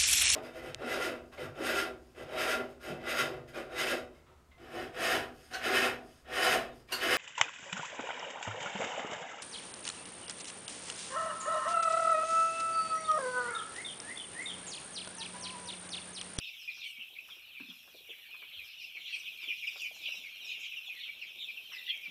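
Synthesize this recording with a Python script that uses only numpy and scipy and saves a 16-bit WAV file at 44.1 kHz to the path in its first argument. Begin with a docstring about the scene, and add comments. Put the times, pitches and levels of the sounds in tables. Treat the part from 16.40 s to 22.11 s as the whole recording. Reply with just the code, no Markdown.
"""Many young chicks peep in a poultry shed, from the first moment to the end; near birds stand out of a chorus.
Each peep is a short whistle with weak overtones, usually falling; random echoes blur it.
Rough, grainy sweeps and thin, hissy high bands, made of a very shaky tone, join in now and then.
The chorus thins out early on, while soft bumps (damped noise) sound on the littered floor.
Later the near peeps come thicker and louder, with more bumps, dry ticks and short swells of the chorus.
A faint rumble of air, rustling litter and microphone hiss, all made of shaped noise, run throughout."""
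import sys
import numpy as np
from scipy import signal
from scipy.fft import rfft, irfft, next_fast_len
from scipy.io import wavfile
from scipy.ndimage import uniform_filter1d

SR = 44100
rng = np.random.default_rng(int(sys.argv[2]) if len(sys.argv) > 2 else 0)


def log_audio(samples):
    """Write samples as a 16-bit WAV file to the path given in sys.argv[1]."""
    # one column per channel
    frames = np.atleast_2d(samples).T
    # limit to full scale, then quantise
    limited = np.clip(frames, -1, 1)
    pcm = np.round(limited * 32767).astype(np.int16)
    wavfile.write(sys.argv[1], SR, pcm)


N = 251658
TIME = np.arange(N) / SR  # seconds
SHED_T60_S = 0.6  # time for the shed echo to fade by 60 dB
TOP_HZ = 15500  # the phone passes little above this
SWELL_RISE_DB_PER_S, SWELL_FALL_DB_PER_S = 213, 219

# All levels in these tables are relative: each source trims them further.
# near peeps: (time [s], length [s], start pitch [Hz], end pitch [Hz], level [dB], octave overtone level [dB])
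NEAR_PEEPS = [(0.01, 0.041, 2760, 2600, -46.5, -59), (0.033, 0.05, 3750, 3600, -49.5, -84),
              (0.069, 0.023, 2660, 2346, -44.5, -57), (0.195, 0.055, 2930, 2517, -60, -56.5),
              (0.275, 0.03, 2487, 2350, -37, -64), (0.325, 0.03, 2500, 2402, -45.5, -62),
              (0.405, 0.064, 3804, 3077, -46, -74), (0.418, 0.041, 2603, 2234, -42, -65),
              (0.458, 0.057, 3200, 2800, -45.5, -65), (0.598, 0.06, 2950, 2460, -52, -79),
              (0.75, 0.018, 2460, 2222, -44.5, -71), (0.784, 0.0066, 2710, 2440, -36.5, -71),
              (0.9, 0.028, 3696, 3144, -44, -83), (1.151, 0.031, 2640, 2253, -46.5, -89),
              (1.204, 0.013, 2820, 2534, -42, -65), (1.286, 0.023, 3750, 3196, -44.5, -77),
              (1.69, 0.019, 3670, 3240, -45.5, -71), (1.907, 0.042, 2954, 2500, -44.5, -71),
              (2.01, 0.027, 2576, 2250, -47.5, -88), (2.186, 0.03, 2646, 2310, -43.5, -93),
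              (2.398, 0.031, 2776, 2325, -45.5, -61), (2.428, 0.02, 3020, 2620, -43, -63),
              (2.549, 0.025, 2710, 2267, -39.5, -81), (2.65, 0.017, 3470, 3100, -42, -90),
              (2.685, 0.0296, 2070, 1884, -53.5, -73), (2.725, 0.035, 2690, 2420, -34.5, -68),
              (2.855, 0.037, 3027, 2470, -41, -63), (3.002, 0.044, 2750, 2287, -42, -57),
              (3.017, 0.058, 3740, 3390, -47.5, -71), (3.078, 0.024, 3210, 2880, -35.5, -74),
              (3.086, 0.032, 2540, 2400, -33.5, -73), (3.109, 0.041, 2830, 2560, -44, -62),
              (3.174, 0.0295, 3430, 3150, -53, -71), (3.223, 0.024, 2605, 2280, -36, -80),
              (3.27, 0.018, 2903, 2373, -32.5, -47.5), (3.363, 0.063, 3830, 3240, -48.5, -66),
              (3.406, 0.043, 2900, 2420, -37, -57), (3.442, 0.024, 2522, 2314, -38, -79),
              (3.526, 0.078, 4220, 4110, -60, -76), (3.65, 0.042, 3300, 2710, -37, -75),
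              (3.652, 0.03, 2770, 2340, -39, -60), (3.702, 0.038, 2983, 2500, -38, -55.5),
              (3.718, 0.062, 3023, 2714, -47, -54.5), (3.749, 0.09, 3940, 3450, -50.5, -70),
              (3.836, 0.04, 2620, 2166, -44.5, -64), (4.005, 0.051, 4030, 3650, -52, -73),
              (4.044, 0.035, 2934, 2510, -51, -52.5), (4.077, 0.053, 3914, 3640, -48, -75),
              (4.102, 0.022, 2720, 2434, -37, -58), (4.131, 0.038, 2990, 2670, -41, -76),
              (4.211, 0.044, 2810, 2354, -43.5, -62), (4.232, 0.053, 3450, 2730, -45, -69),
              (4.313, 0.026, 2820, 2420, -38, -89), (4.361, 0.024, 3070, 2680, -37.5, -59.5),
              (4.46, 0.037, 3720, 3150, -43.5, -65.5), (4.487, 0.022, 2853, 2390, -38, -75),
              (4.544, 0.052, 2096, 1937, -53.5, -61), (4.598, 0.06, 3880, 3143, -43, -79),
              (4.659, 0.043, 2700, 2250, -42, -86), (4.813, 0.029, 2900, 2298, -38, -57.5),
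              (4.864, 0.049, 3450, 2550, -47.5, -65.5), (4.986, 0.047, 3756, 3290, -44.5, -76),
              (5.001, 0.051, 3846, 3564, -41.5, -66.5), (5.079, 0.031, 2636, 2310, -39.5, -66),
              (5.17, 0.012, 2974, 2450, -36, -80), (5.319, 0.036, 2937, 2445, -44.5, -52.5),
              (5.356, 0.039, 2096, 1930, -46.5, -59), (5.378, 0.017, 3870, 3550, -45, -70),
              (5.469, 0.046, 3756, 3100, -39, -83), (5.474, 0.033, 1956, 2120, -44, -70),
              (5.496, 0.009, 3396, 3200, -26.5, -71), (5.519, 0.027, 2690, 2300, -40, -75),
              (5.631, 0.041, 2487, 2327, -41, -70)]
# rough, grainy sweeps and thin, hissy high bands:
# (time [s], length [s], start centre [Hz], end centre [Hz], level [dB])
ROUGH_SWEEPS = [(0.339, 0.077, 5650, 5200, -56), (0.44, 0.077, 8960, 8570, -62),
                (1.687, 0.049, 3090, 2138, -47), (1.771, 0.1, 2200, 1674, -62.5),
                (2.125, 0.065, 3560, 3160, -46.5), (2.236, 0.1, 5540, 4470, -59),
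                (2.397, 0.055, 5260, 4990, -55), (2.717, 0.083, 8940, 8460, -60),
                (2.654, 0.11, 3920, 4446, -49.5), (3.272, 0.026, 9000, 8250, -65),
                (3.361, 0.054, 5080, 4620, -51), (3.407, 0.04, 7060, 6400, -56.5),
                (3.549, 0.044, 6930, 6200, -61), (4.06, 0.062, 6900, 6260, -59.5),
                (4.193, 0.07, 6920, 6500, -59), (5.317, 0.027, 1990, 1820, -50),
                (5.319, 0.045, 3760, 3310, -59)]
# level of the whole chorus: (time [s], level [dB])
CHORUS_LEVEL = [(0.0, -47), (0.54, -52), (0.81, -54.5), (1.25, -51), (1.48, -58.5), (1.73, -57),
                (1.87, -51.5), (2.28, -49.5), (3.16, -46.5), (3.3, -43.5), (3.45, -53), (4.06, -46),
                (4.25, -47), (4.86, -50), (5.29, -49), (5.7, -49.5)]
# short swells of the chorus, many around loud near peeps:
# (time of the peak [s], level [dB], share of shrill voices [0-1])
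SWELLS = [(.05, -43, 0.13), (.45, -42, 0.36), (0.618, -40.5, 0.01), (1.2, -51.5, 0), (1.59, -53, 1),
          (1.71, -46, 0), (2.682, -43, 0.5), (2.748, -41.5, 0), (2.88, -43.5, 0), (3.1, -38.5, 0.05),
          (3.459, -38.5, 0), (3.666, -37, 0.35), (4.111, -39, 0.11), (4.26, -41.5, 0.5),
          (4.64, -43.5, 0.65), (5.022, -43, 1), (5.51, -36, 0.3)]
# pitch range of the shrill peepers, as a filter: (frequency [Hz], gain [dB])
SHRILL_RANGE = [(2600, -5), (3100, -6.5), (3900, -13), (4250, -9.5), (4600, -20), (5500, -29)]
# colour of the chorus overtones, as a filter: (frequency [Hz], gain [dB])
OVERTONE_COLOUR = [(3900, 3), (4700, -3.5), (5200, 7), (5850, 7.5), (6200, -2), (7400, -12), (7900, -18),
                   (9000, -9), (10500, -13.5)]
# level of the chorus overtones: (time [s], level [dB])
OVERTONE_LEVEL = [(0.0, -65.5), (0.41, -65.5), (0.73, -79.5), (0.93, -64.5), (1.13, -87), (1.3, -66),
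                  (2.08, -80.5), (2.44, -63), (2.54, -72), (2.79, -58), (2.89, -69.5), (3.42, -58),
                  (3.51, -64.5), (3.76, -59.5), (3.93, -70), (4.08, -63), (4.7, -72), (5.7, -68)]
# soft steps and bumps on the floor: (time [s], thud peak [dB], thud pitch [Hz], gritty scuff level [dB])
BUMPS = [(.37, -72, 700, -59.5), (0.573, -61.5, 219, -72), (0.884, -82, 700, -58), (.962, -61, 408, -67),
         (1.197, -45.5, 226, -57), (1.283, -49.5, 217, -85), (1.305, -66, 520, -61.5),
         (1.475, -59, 540, -63.5), (1.543, -51.5, 430, -89), (1.604, -58, 433, -85),
         (1.69, -49.5, 404, -79), (1.94, -75, 740, -58), (2.019, -60.5, 583, -62), (2.15, -65.5, 82.6, -81),
         (3.027, -62, 343, -61.5), (3.072, -56.5, 375, -77), (3.356, -49.5, 600, -57.5),
         (3.509, -49.5, 613, -88), (3.562, -56.5, 785, -83), (3.682, -52, 670, -60), (3.741, -56, 855, -75),
         (3.77, -62.5, 210, -70), (4.481, -57, 720, -82), (5.313, -78, 710, -55), (5.669, -58.5, 190, -68)]
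# small dry ticks in the litter: (time [s], level [dB])
LITTER_TICKS = [(0.882, -60), (2.199, -61), (3.42, -53)]
# rustle of the litter: (time [s], level [dB])
RUSTLE_LEVEL = [(0.0, -71), (1.5, -72), (3.7, -68), (5.1, -71), (5.5, -69)]
# colour of the shed's air noise: (frequency [Hz], density [dB per Hz])
AIR_COLOUR = [(25, -22), (50, 8.5), (75, 8.5), (120, 6.5), (220, 8), (400, -12), (650, 2), (1100, -5),
              (1600, -5), (2500, 13), (7000, -5)]
# colour of the microphone hiss: (frequency [Hz], density [dB per Hz])
HISS_COLOUR = [(3000, -21), (7000, -15), (9800, -11.5), (11000, -4), (12200, 1), (13500, -2.5), (15500, -7)]
# loudness of the microphone hiss: (time [s], level [dB])
HISS_LEVEL = [(0.0, -69), (2.49, -69), (3.13, -65), (4.72, -69.5), (5.36, -65), (5.7, -69)]


def near_chicks(third_db=-19, rasp_db=-14, rasp_hz=330, room_db=-11):
    """Close birds; the early echoes of each beat against its glide and break it into a flutter."""
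    out = np.zeros(N)
    smooth = signal.butter(4, rasp_hz, fs=SR, output="sos")
    for s, length_s, start_hz, end_hz, db, octave_db in NEAR_PEEPS:
        phase, envelope = peep(length_s, start_hz, end_hz, bend=1.7)
        # turbulence in the throat spreads a rasp around the whistle
        turbulence = unit(signal.sosfilt(smooth, rng.standard_normal(SR // 5)))[:len(phase)]
        source = envelope * (1 + undb(rasp_db) * turbulence)
        whistle = undb(db) * source * np.sin(phase)
        harmonics = np.sin(2 * phase) + undb(third_db) * np.sin(3 * phase)
        overtones = undb(octave_db) * source * harmonics
        add(out, s, .62 * whistle + .68 * overtones)
        add(out, s + .002, .85 * scatter(whistle + .85 * overtones, .014))
    return out + undb(room_db) * shed(out)


def peep(length_s, start_hz, end_hz, bend, unsteady=.018, jitter_hz=700, edge_s=0.0029):
    """One whistle of the syrinx (voice organ): phase and envelope; a bend above 1 glides fastest at first."""
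    t = np.arange(int((length_s + edge_s) * SR)) / SR
    hz = end_hz + (start_hz - end_hz) * (1 - t / t[-1]) ** bend
    quaver = np.interp(t * jitter_hz, np.arange(512), rng.standard_normal(512))
    phase = 2 * np.pi * np.cumsum(hz * (1 + unsteady * quaver)) / SR
    # fade in and out smoothly over edge_s
    edge = np.clip(np.minimum(t, t[-1] - t) / edge_s, 0, 1)
    return phase, np.sin(np.pi / 2 * edge) ** 2


def scatter(x, fade_s):
    """A bird's own cluster of echoes from floor, feeders and brooder hoods, with the energy of x."""
    t = TIME[:SR // 16]
    echoes = signal.fftconvolve(x, rng.standard_normal(len(t)) * np.exp(-t / fade_s))
    return echoes * np.linalg.norm(x) / np.linalg.norm(echoes)


def rough_sweeps(unsteady=0.082, room_db=-10):
    """Rough sweeps and hissy high bands: the pitch jumps so fast that the tone breaks into a grainy band."""
    out = np.zeros(N)
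    for s, length_s, start_hz, end_hz, db in ROUGH_SWEEPS:
        phase, envelope = peep(length_s, start_hz, end_hz, bend=1, unsteady=unsteady, jitter_hz=end_hz / 3)
        add(out, s, undb(db) * scatter(envelope * np.sin(phase), .012))
    return out + undb(room_db) * shed(out)


def flock(calm_db=-2, shrill_db=-2, overtone_db=1.0):
    """The chorus: calm low peeps, and shrill ones above them, each held even and then given its level."""
    calm_gain, shrill_gain = chorus_gains()
    calm, calm_over = crowd(end_hz=2243, spread=.17, fall=.17, length_s=0.028, loudness_db=3.5, count=480)
    shrill, shrill_over = crowd(end_hz=2947, spread=.17, fall=.16, length_s=.036, loudness_db=5.0, count=520)
    low = undb(calm_db) * steady(calm, 0.047)
    high = undb(shrill_db) * steady(colour(shrill, SHRILL_RANGE), 0.018)
    overtones = colour(unit(calm_over) + 0.97 * unit(shrill_over), OVERTONE_COLOUR)
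    overtone_gain = undb(over_time(OVERTONE_LEVEL) + overtone_db)
    return low * calm_gain + high * shrill_gain + steady(overtones, 0.08) * overtone_gain


def crowd(end_hz, spread, fall, length_s, loudness_db, count):
    """Many peeps at random, each with its own echoes: returns fundamentals and overtones."""
    tones, overtones = np.zeros(N), np.zeros(N)
    traits = rng.standard_normal((count, 7))
    for k, (when, pitch, drop, long, loud, hook, facing) in enumerate(traits):
        low_hz = end_hz * (1 + spread * abs(pitch) - 0.02496 * hook)
        high_hz = low_hz * (1 + fall * (1 + .9 * np.tanh(drop)))
        bend = 1.1 * np.exp(.5 * hook)
        phase, envelope = peep(length_s * np.exp(.3 * long), high_hz, low_hz, bend)
        # spread the peeps evenly over the scene, each nudged at random
        s = (k + .6 * when) / count * (N / SR + length_s) - length_s
        envelope = envelope * undb(loudness_db * np.tanh(loud))
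        whistle = envelope * np.sin(phase)
        add(tones, s, .75 * whistle)
        add(tones, s + .002, scatter(whistle, .014))
        # overtones beam forward from the beak, so birds facing the phone stand out
        beam = undb(6 * np.tanh(facing - 1))
        add(overtones, s, beam * envelope * (np.sin(2 * phase) + 0.87 * np.sin(3 * phase)))
    blurred = .7 * overtones + .7 * scatter(overtones, .02)[:N] + .65 * shed(overtones)
    return tones + .5 * shed(tones), blurred


def chorus_gains(shrill_under_db=-7):
    """Gains of the calm and the shrill voices: the steady chorus plus short swells that rise and die away."""
    chorus = undb(over_time(CHORUS_LEVEL))
    calm_power = chorus ** 2
    shrill_power = (chorus * undb(shrill_under_db)) ** 2
    for s, db, shrill_share in SWELLS:
        below_peak_db = np.maximum((s - TIME) * SWELL_RISE_DB_PER_S, (TIME - s) * SWELL_FALL_DB_PER_S)
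        power = undb(db - below_peak_db) ** 2
        calm_power = calm_power + (1 - shrill_share) * power
        shrill_power = shrill_power + shrill_share * power
    return np.sqrt(calm_power), np.sqrt(shrill_power)


def floor_bumps(ring_cycles=30, width=1.238, scuff_db=1, scuff_rise_s=0.0025, scuff_t60_s=0.14,
                grain_db=3, room_db=-12):
    """Each bump is a damped thud, shorter the higher it sounds, with a grainy scuff of litter."""
    out, t = np.zeros(N), TIME[:SR // 4]
    for s, db, hz, grit_db in BUMPS:
        push, grit = rng.standard_normal((2, len(t)))
        # the push fades by 60 dB in ring_cycles periods of the thud
        push = push * (1 - np.exp(-t * hz)) * undb(-60 * t * hz / ring_cycles)
        thud = band(push, hz / width, hz * width)
        add(out, s, undb(db) * thud / np.abs(thud).max())
        scuff = unit(band(grit * undb(grain_db * walk(160)[:len(t)]), 1020, 1670))
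        fade = undb(-60 * t / scuff_t60_s) * (1 - np.exp(-t / scuff_rise_s))
        add(out, s, undb(grit_db + scuff_db) * fade * scuff)
    return out + undb(room_db) * shed(out)


def ticks(tick_db=5, body=0.32):
    """Short bright cracks of dry litter: noise with a very fast fade and a weaker, slower one."""
    out, t = np.zeros(N), TIME[:SR // 10]
    for s, db in LITTER_TICKS:
        fade = np.exp(-t / .0012) + body * np.exp(-t / .008)
        crack = unit(band(rng.standard_normal(len(t)), 1500, 21000, order=1))
        add(out, s, crack * undb(db + tick_db) * fade)
    return out + 0.37 * shed(out)


def background(air_db=-68.5, patter_db=-3, shuffle_db=-6, hiss_db=3.0, crackle_db=-6.5):
    """Wavering air, the patter and fine crackle of many small feet and beaks, and microphone hiss."""
    air = unit(colour(rng.standard_normal(N), AIR_COLOUR)) * undb(air_db + 2 * walk(10.0))
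    light_feet = undb(patter_db) * patter(45, 0.015, 1190, 2510)
    shuffle = undb(shuffle_db) * patter(25, 0.028, 265, 844)
    rustle = (light_feet + shuffle) * undb(over_time(RUSTLE_LEVEL))
    # about 45 fine crackles a second, of random strength
    grains = (rng.random(N) < 45 / SR) * undb(3.9 * rng.standard_normal(N))
    crackle = undb(crackle_db) * unit(scatter(grains, 0.00063)[:N])
    treble = unit(colour(rng.standard_normal(N) + crackle, HISS_COLOUR))
    hiss = treble * undb(hiss_db + over_time(HISS_LEVEL) + 1.4 * walk(11.0))
    return air + rustle + hiss


def patter(per_s, fade_s, lo_hz, hi_hz):
    """Random little scrapes in the litter, each a short burst of noise."""
    taps = (rng.random(N) < per_s / SR) * undb(9 * np.tanh(rng.standard_normal(N)))
    # each tap leaves power that dies away exponentially
    power = signal.lfilter([1], [1, -np.exp(-1 / (fade_s * SR))], taps)
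    return unit(band(np.sqrt(power) * rng.standard_normal(N), lo_hz, hi_hz))


def shed(x):
    """Diffuse echo of roof, posts and walls: fading noise whose filter has unit energy."""
    t = TIME[:SR // 2]
    tail = rng.standard_normal(len(t)) * undb(-60 * t / SHED_T60_S) * (1 - np.exp(-t / 0.004))
    return signal.fftconvolve(x, tail / np.linalg.norm(tail))[:N]


def undb(db):
    """Decibels to gain."""
    return 10 ** (np.asarray(db) / 20)


def unit(x):
    """Scale to rms (average strength) 1."""
    return x / np.sqrt(np.mean(x ** 2) + 1e-20)


def add(out, s, x):
    """Mix x into out at time s, dropping what falls outside."""
    i = int(s * SR)
    lo, hi = max(i, 0), min(i + len(x), len(out))
    if hi > lo:
        out[lo:hi] += x[lo - i:hi - i]


def over_time(points):
    """Join the (time [s], level [dB]) points by straight lines, one value per sample."""
    return np.interp(TIME, *np.transpose(points))


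def colour(x, points):
    """Filter by a (frequency [Hz], gain [dB]) curve, joined by straight lines over log frequency."""
    hz, db = np.transpose(points)
    size = next_fast_len(len(x) + 2048)
    f = np.maximum(np.fft.rfftfreq(size, 1 / SR), 1)
    gain = undb(np.interp(np.log(f), np.log(hz), db))
    return irfft(rfft(x, size) * gain, size)[:len(x)]


def band(x, lo_hz, hi_hz, order=2):
    """Band-pass filter: keeps what lies between two frequencies."""
    edges_hz = [lo_hz, min(hi_hz, .45 * SR)]
    return signal.sosfilt(signal.butter(order, edges_hz, "band", fs=SR, output="sos"), x)


def walk(rate):
    """Random wander with a spread near 1, heading for a new value rate times a second."""
    return np.interp(TIME * rate, np.arange(400), rng.standard_normal(400))


def steady(x, span_s):
    """Hold the rms near 1 over span_s; the small floor keeps gaps from being blown up."""
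    local_power = np.abs(uniform_filter1d(x ** 2, int(span_s * SR)))
    return x / np.sqrt(local_power + 0.00071 * np.mean(x ** 2))


def scene():
    """All sources at one microphone."""
    voices = near_chicks() + rough_sweeps() + flock()
    return (voices + floor_bumps() + ticks() + background())[None]


def record(dry):
    """The phone cuts the top with a steep low-pass filter."""
    return signal.sosfilt(signal.ellip(10, .2, 70, TOP_HZ, fs=SR, output="sos"), dry)


dry = scene()
out = record(dry)
log_audio(out)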